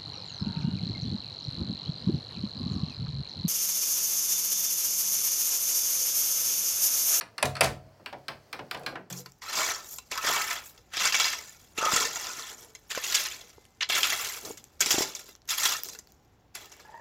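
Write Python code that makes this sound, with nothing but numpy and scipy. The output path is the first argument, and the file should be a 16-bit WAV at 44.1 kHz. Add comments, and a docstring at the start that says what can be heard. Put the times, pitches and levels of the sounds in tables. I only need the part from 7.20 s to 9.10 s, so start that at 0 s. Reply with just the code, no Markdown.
"""Knitting machine on a worktable.

In a small room a latch clicks, and a part snaps home twice with a hard clack that rattles the
needle bed and sets the table booming. Then a lever clicks five times, most clicks followed by a
duller knock on its stop, over faint room noise. Each contact is a burst of bending waves plus
the ringing modes of the part struck."""
import sys
import numpy as np
from scipy import signal
from scipy.fft import rfft, irfft
from scipy.io import wavfile

SR = 44100
rng = np.random.default_rng(int(sys.argv[2]) if len(sys.argv) > 2 else 0)


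def output_pcm(signal):
    """Save a mono or channel-first signal as 16-bit PCM at the path in sys.argv[1].

    Samples are clipped to [-1, 1] before scaling.
    """
    pcm = np.clip(np.atleast_2d(signal).T, -1, 1) * 32767
    wavfile.write(sys.argv[1], SR, np.round(pcm).astype(np.int16))


N = 83790
T = np.arange(int(.8 * SR)) / SR
BANDS_HZ = 50 * 2 ** (np.arange(18) / 2)


def amp(db):
    """Decibels to gain."""
    return 10 ** (np.asarray(db) / 20)


def along(points, hz):
    """Interpolate (Hz, value) points on a log frequency axis."""
    f, v = np.transpose(points)
    return np.interp(np.log(hz + 1), np.log(f + 1), v)


def sized(x):
    """Scale to the energy of 10 ms at rms 1."""
    return x / np.sqrt(np.sum(x ** 2, axis=-1, keepdims=True) / (SR / 100) + 1e-20)


def add(out, start_s, x):
    """Mix x into out from start_s."""
    i = max(0, round(start_s * SR))
    out[i:i + len(x)] += x[:len(out) - i]


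def fade(t, rise_s, t60):
    """Quick rise and exponential decay from t = 0."""
    t = np.maximum(t, 0)
    return (1 - np.exp(-t / rise_s)) * np.exp(-np.log(1000) * t / t60)


def noise_bands(size):
    """White noise split into half octaves."""
    octaves = np.log2(np.fft.rfftfreq(size, 1 / SR) + 1) - np.log2(BANDS_HZ)[:, None]
    return irfft(rfft(rng.standard_normal(size)) * np.maximum(0, 1 - 2 * abs(octaves)), size)


# Bending-wave decay. Each row: frequency in Hz, base T60 in seconds.
BODY_T60 = [(100, .25), (600, 0.18), (1500, 0.079), (4000, 0.041), (12000, 0.013)]


def strike(colour, modes, tilt, ring_db, ring_scale, body_scale, rise_s, wet_db, favour=(1000, 0)):
    """One contact: dense bending waves, treble first, and the part's distinct modes."""
    def emphasis_db(f):
        """Tilt above 500 Hz, plus the range favoured by the point of contact."""
        favour_hz, favour_db = favour
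        bump = np.exp(-(np.log2(f / favour_hz) / 0.28) ** 2 / 2)
        return tilt * np.log2(np.maximum(f, 500) / 2000) + favour_db * bump

    bands = noise_bands(size=8192)
    t, hz = T[:bands.shape[1]], BANDS_HZ[:, None]
    travel_s, band_rise_s = 0.0017 * 1000 / hz, rise_s * np.sqrt(1000 / hz)
    waves = sized(bands * fade(t - travel_s, band_rise_s, body_scale * along(BODY_T60, hz)))
    body = sized(np.sum(waves * amp(along(colour, hz) + emphasis_db(hz)), axis=0))
    mode_hz, width_hz, db = np.transpose(modes)[:, :, None]
    t60 = np.log(1000) / (np.pi * np.maximum(width_hz / ring_scale, .008 * mode_hz))
    detune = 1 + .008 * rng.standard_normal(mode_hz.shape)  # the hand's grip shifts the modes
    cycles = mode_hz * detune * t + rng.random(mode_hz.shape)
    gain = amp(db + emphasis_db(mode_hz) + rng.standard_normal(mode_hz.shape))
    rings = sized(np.sin(2 * np.pi * cycles) * fade(t, rise_s, t60))
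    rings *= amp(ring_db) * gain / np.linalg.norm(gain)
    spread = 1 / (1 + (mode_hz / 3800) ** 2)  # high modes beam at the microphone, past the room
    beamed = np.sum(rings * (1 - spread), axis=0)
    return in_room(body + np.sum(rings * spread, axis=0), wet_db, beamed)


# Hard clacks. Each row: start in seconds, level in dB, tilt in dB/octave, table boom in dB,
# favoured frequency in Hz, its gain in dB.
CLACKS = [(0.2263, -20.5, -1, -31.5, 2486, 0), (.408, -17, 0, -33.5, 9000, -1.5)]
# Clack bending waves. Each row: frequency in Hz, band level in dB.
CLACK_COLOUR = [(50, -28.5), (100, -9), (300, -12.5), (650, 1), (1100, -0.5), (1700, -1.5), (2500, 3),
                (3400, -3.5), (4600, 0), (6500, -7.5), (10000, 1), (15000, -14)]
# Needle bed modes. Each row: frequency in Hz, base width in Hz, level in dB.
BED_MODES = [(577, 30, -6), (665.8, 15, -4.5), (752, 18, -4), (1043, 31, -13), (1380, 16, -10),
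             (1748, 34, -30.5), (2420, 24, -8), (2591, 67, -4), (4646, 57, -10.5), (6110, 46, -21.5),
             (7100, 70, -18), (8080, 220, -10.5), (9200, 40, -17.5), (10600, 85, -6.5), (11300, 60, -16.5)]


def clacks():
    """A part snaps home on the needle bed, shaking the table and the needles."""
    out = np.zeros(N)
    for start_s, db, tilt, boom_db, *favour in CLACKS:
        blow = strike(CLACK_COLOUR, BED_MODES, tilt, ring_db=-1, ring_scale=1.0, body_scale=0.98,
                      rise_s=0.00094, wet_db=-9.5, favour=favour)
        add(out, start_s, amp(db) * blow)
        add(out, start_s, amp(boom_db) * table_boom())
        add(out, start_s, amp(db) * needle_chatter())
    return out


# Loose parts. Each row: start in seconds, level in dB, tilt in dB/octave.
RATTLES = [(0.2535, -34.5, 3.5), (.432, -27.5, -1), (0.4367, -31, 2), (.443, -27, 1.5), (0.458, -39, 3.5),
           (.573, -61, -2.5), (1.573, -47, -1), (1.595, -58, 16), (1.633, -50, -1)]
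# Rattle and chatter spectrum. Each row: frequency in Hz, band level in dB.
RATTLE_COLOUR = [(150, -10), (600, -1.5), (1500, -1), (2500, -5.5), (5000, -1.5), (9000, -8), (15000, -17)]


def rattles():
    """Loose parts knock and briefly ring the needle bed."""
    out = np.zeros(N)
    for start_s, db, tilt in RATTLES:
        rattle = strike(RATTLE_COLOUR, BED_MODES, tilt, ring_db=-7, ring_scale=.6, body_scale=0.68,
                        rise_s=0.0025, wet_db=-3)
        add(out, start_s, amp(db) * rattle)
    return out


def needle_chatter(gain_db=-10.5, delay_s=.028, spread_s=0.0078, ticks_per_s=900):
    """Needles shaken in their slots: a swarm of tiny ticks."""
    bands = noise_bands(size=8192)
    t = T[:bands.shape[1]]
    tick_bands = sized(bands * fade(t, rise_s=.0003, t60=0.012))
    tick = np.sum(tick_bands * amp(along(RATTLE_COLOUR, BANDS_HZ[:, None])), axis=0)
    contacts = rng.standard_normal(len(t)) * (rng.random(len(t)) < ticks_per_s / SR)
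    contacts *= np.exp(-((t - delay_s) / spread_s) ** 2 / 2)
    return amp(gain_db) * in_room(sized(signal.fftconvolve(contacts, tick)), wet_db=-7.5)


# Low table modes. Each row: frequency in Hz, level in dB, T60 in seconds.
TABLE_MODES = [(69, -4, 0.4), (97.74, -7, 0.88), (135.8, 2.5, 0.56), (195, -13, 0.41), (262.8, -5.5, 0.14),
               (300, -15.5, 0.1), (403.4, -9, 0.28), (587, -13.5, 1), (610, -12, 0.36), (642, -11, 0.88),
               (726, -16.5, .55), (725, -1.5, 0.44), (876, -20.5, 0.45), (1034, -18, 0.28)]


def table_boom(delay_s=.014, rise_s=0.0073):
    """The table takes up a blow slowly and hums on."""
    return sum(amp(db) * np.sin(2 * np.pi * (hz * T + rng.random())) * fade(T - delay_s, rise_s, t60)
               for hz, db, t60 in TABLE_MODES)


# Lever clicks. Each row: start in seconds, level in dB, tilt in dB/octave, table boom in dB,
# favoured frequency in Hz, its gain in dB.
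LEVER_CLICKS = [(0.8597, -37, 0.1, -65, 2540, 6.5), (1.0822, -32, -0.44, -53, 4000, 1.5),
                (1.3285, -33.5, 0.1, -67, 4300, 0), (1.5109, -32, 1.3, -49, 1480, 3.5),
                (1.6624, -30, -0.56, -62.5, 2360, 1)]
# Lever bending waves. Each row: frequency in Hz, band level in dB.
LEVER_COLOUR = [(100, -21), (350, -9), (600, -6), (1300, 0.5), (2300, -2), (3200, -5), (4500, 0.5),
                (6800, -19.5), (10000, -11), (15000, -15.5)]
# Lever modes. Each row: frequency in Hz, base width in Hz, level in dB.
LEVER_MODES = [(1170, 10, -0.5), (1564, 63, 3), (1890, 54, -12), (2390, 70, 7.5), (2786, 98, 0.5),
               (3025, 57, 1.5), (3152, 24, -1.5), (4018, 160, 7.5), (7070, 140, -12), (9270, 29, -9)]


def lever_clicks():
    """The lever engages with a sharp click that stirs the table."""
    out = np.zeros(N)
    for start_s, db, tilt, boom_db, *favour in LEVER_CLICKS:
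        click = strike(LEVER_COLOUR, LEVER_MODES, tilt, ring_db=-4.5, ring_scale=1.0, body_scale=1.0,
                       rise_s=0.00075, wet_db=-6, favour=favour)
        add(out, start_s, amp(db) * click)
        add(out, start_s, amp(boom_db) * table_boom())
    return out


# Knocks on the stop. Each row: start in seconds, level in dB, tilt in dB/octave, table boom in dB,
# favoured frequency in Hz, its gain in dB.
KNOCKS = [(.797, -50.5, -7.5, -60.5, 450, -3), (.927, -35.5, 2.4, -52, 687, 10),
          (.985, -63, 10, -79, 714, 26), (1.391, -35.5, 1, -56, 1210, -4), (1.545, -33, 3.5, -73, 900, 4),
          (1.609, -42, -3, -52, 600, 13), (1.726, -40, -4.5, -70, 590, 7.5),
          (1.7546, -34.5, 1.2, -69, 1850, 11), (1.772, -44.5, -2, -65, 780, 5)]
# Knock bending waves. Each row: frequency in Hz, band level in dB.
KNOCK_COLOUR = [(60, -59), (130, -3.5), (300, -0.5), (700, 6), (1100, -1.5), (1600, 0), (2500, -4.5),
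                (4500, -11), (7000, -24.5), (15000, -34)]
# Stop modes. Each row: frequency in Hz, base width in Hz, level in dB.
STOP_MODES = [(750, 145, -4), (1022, 67, -9.5), (1390, 67, -11), (2100, 40, -23), (2485, 27, -19.5),
              (2900, 15, -18)]


def lever_knocks():
    """The lever meets its stop with a dull knock that stirs the table."""
    out = np.zeros(N)
    for start_s, db, tilt, boom_db, *favour in KNOCKS:
        knock = strike(KNOCK_COLOUR, STOP_MODES, tilt, ring_db=-6.5, ring_scale=1.8, body_scale=1.3,
                       rise_s=0.00067, wet_db=-11, favour=favour)
        add(out, start_s, amp(db) * knock)
        add(out, start_s, amp(boom_db) * table_boom())
    return out


# Latch clicks. Each row: start in seconds, level in dB, tilt in dB/octave.
LATCH_CLICKS = [(0.0098, -34, 0.5), (.180, -33, 0.5), (0.3526, -37, 0), (0.366, -36, 0)]
# Latch bending waves. 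Each row: frequency in Hz, band level in dB.
LATCH_COLOUR = [(100, -21), (350, -17.5), (700, -9), (1300, -2.5), (2200, -1), (3200, -10.5), (4500, -3.5),
                (6500, -19), (9500, -10), (15000, -31)]
# Latch modes. Each row: frequency in Hz, base width in Hz, level in dB.
LATCH_MODES = [(1166, 7.6, -5.5), (1280, 49, 10.5), (1546, 45, -26), (2450, 110, -17), (2750, 35, -11.5),
               (4367, 93.4, 11), (8000, 43, -8.5), (8580, 45, -17.5)]


def latch():
    """Light contacts ring the latch."""
    out = np.zeros(N)
    for start_s, db, tilt in LATCH_CLICKS:
        click = strike(LATCH_COLOUR, LATCH_MODES, tilt, ring_db=-5, ring_scale=0.4, body_scale=0.88,
                       rise_s=0.0018, wet_db=-7)
        add(out, start_s, amp(db) * click)
    return out


# Room decay. Each row: frequency in Hz, T60 in seconds.
ROOM_T60 = [(100, 0.6), (600, 0.27), (2000, 0.26), (5000, 0.22), (14000, .22)]


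def in_room(x, wet_db, beamed=0, delay_s=0.002, rise_s=0.0028):
    """Direct sound plus a diffuse tail; the beamed part arrives directly only."""
    hz, t, spectra = signal.stft(rng.standard_normal(SR // 2), SR, nperseg=256)
    decay = fade(t - delay_s, rise_s, along(ROOM_T60, hz)[:, None])
    tail = signal.istft(spectra * decay, SR, nperseg=256)[1]
    out = signal.fftconvolve(x, amp(wet_db) * tail / np.linalg.norm(tail))
    out[:len(x)] += x + beamed
    return out


# Room noise spectrum. Each row: frequency in Hz, relative density in dB.
AIR_SPECTRUM = [(15, -38), (25, -24), (101, -7.5), (169, -15), (227, -13.5), (552, -13.5), (614, -10.5),
                (871, -18), (2010, -25), (2850, -30), (3090, -29.5), (3720, -34), (4500, -26), (9300, -41),
                (15500, -39)]
# Treble of the room noise. Each row: time in seconds, gain in dB.
HISS_LEVEL = [(0, -1.5), (.17, 0), (.65, -0.5), (1.3, 3.5), (1.7, 5), (1.819, -4), (1.9, -9)]


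def room_noise(level_db=-61, hiss_from_hz=2500):
    """Faint air whose hiss swells a little and sinks away."""
    hz = np.fft.rfftfreq(N, 1 / SR)
    spectrum = rfft(rng.standard_normal(N)) * amp(along(AIR_SPECTRUM, hz))
    air = irfft(spectrum, N)
    hiss = irfft(spectrum * hz ** 2 / (hz ** 2 + hiss_from_hz ** 2), N)
    hiss_gain = amp(np.interp(np.arange(N) / SR, *np.transpose(HISS_LEVEL)))
    return amp(level_db) * (air - hiss + hiss_gain * hiss) / air.std()


def scene():
    """Machine and room at one microphone."""
    return (latch() + clacks() + rattles() + lever_clicks() + lever_knocks() + room_noise())[None]


def record(dry):
    """The recorder thins the deep bass, rounds the highest peaks and stops at its band limit."""
    low_cut_hz, ceiling, top_hz = 70, 0.69, 16000
    x = signal.sosfilt(signal.butter(2, low_cut_hz, "high", fs=SR, output="sos"), dry)
    x = x / (1 + (x / ceiling) ** 4) ** .25
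    return signal.sosfilt(signal.ellip(10, .1, 80, top_hz, fs=SR, output="sos"), x)


dry = scene()
out = record(dry)
output_pcm(out)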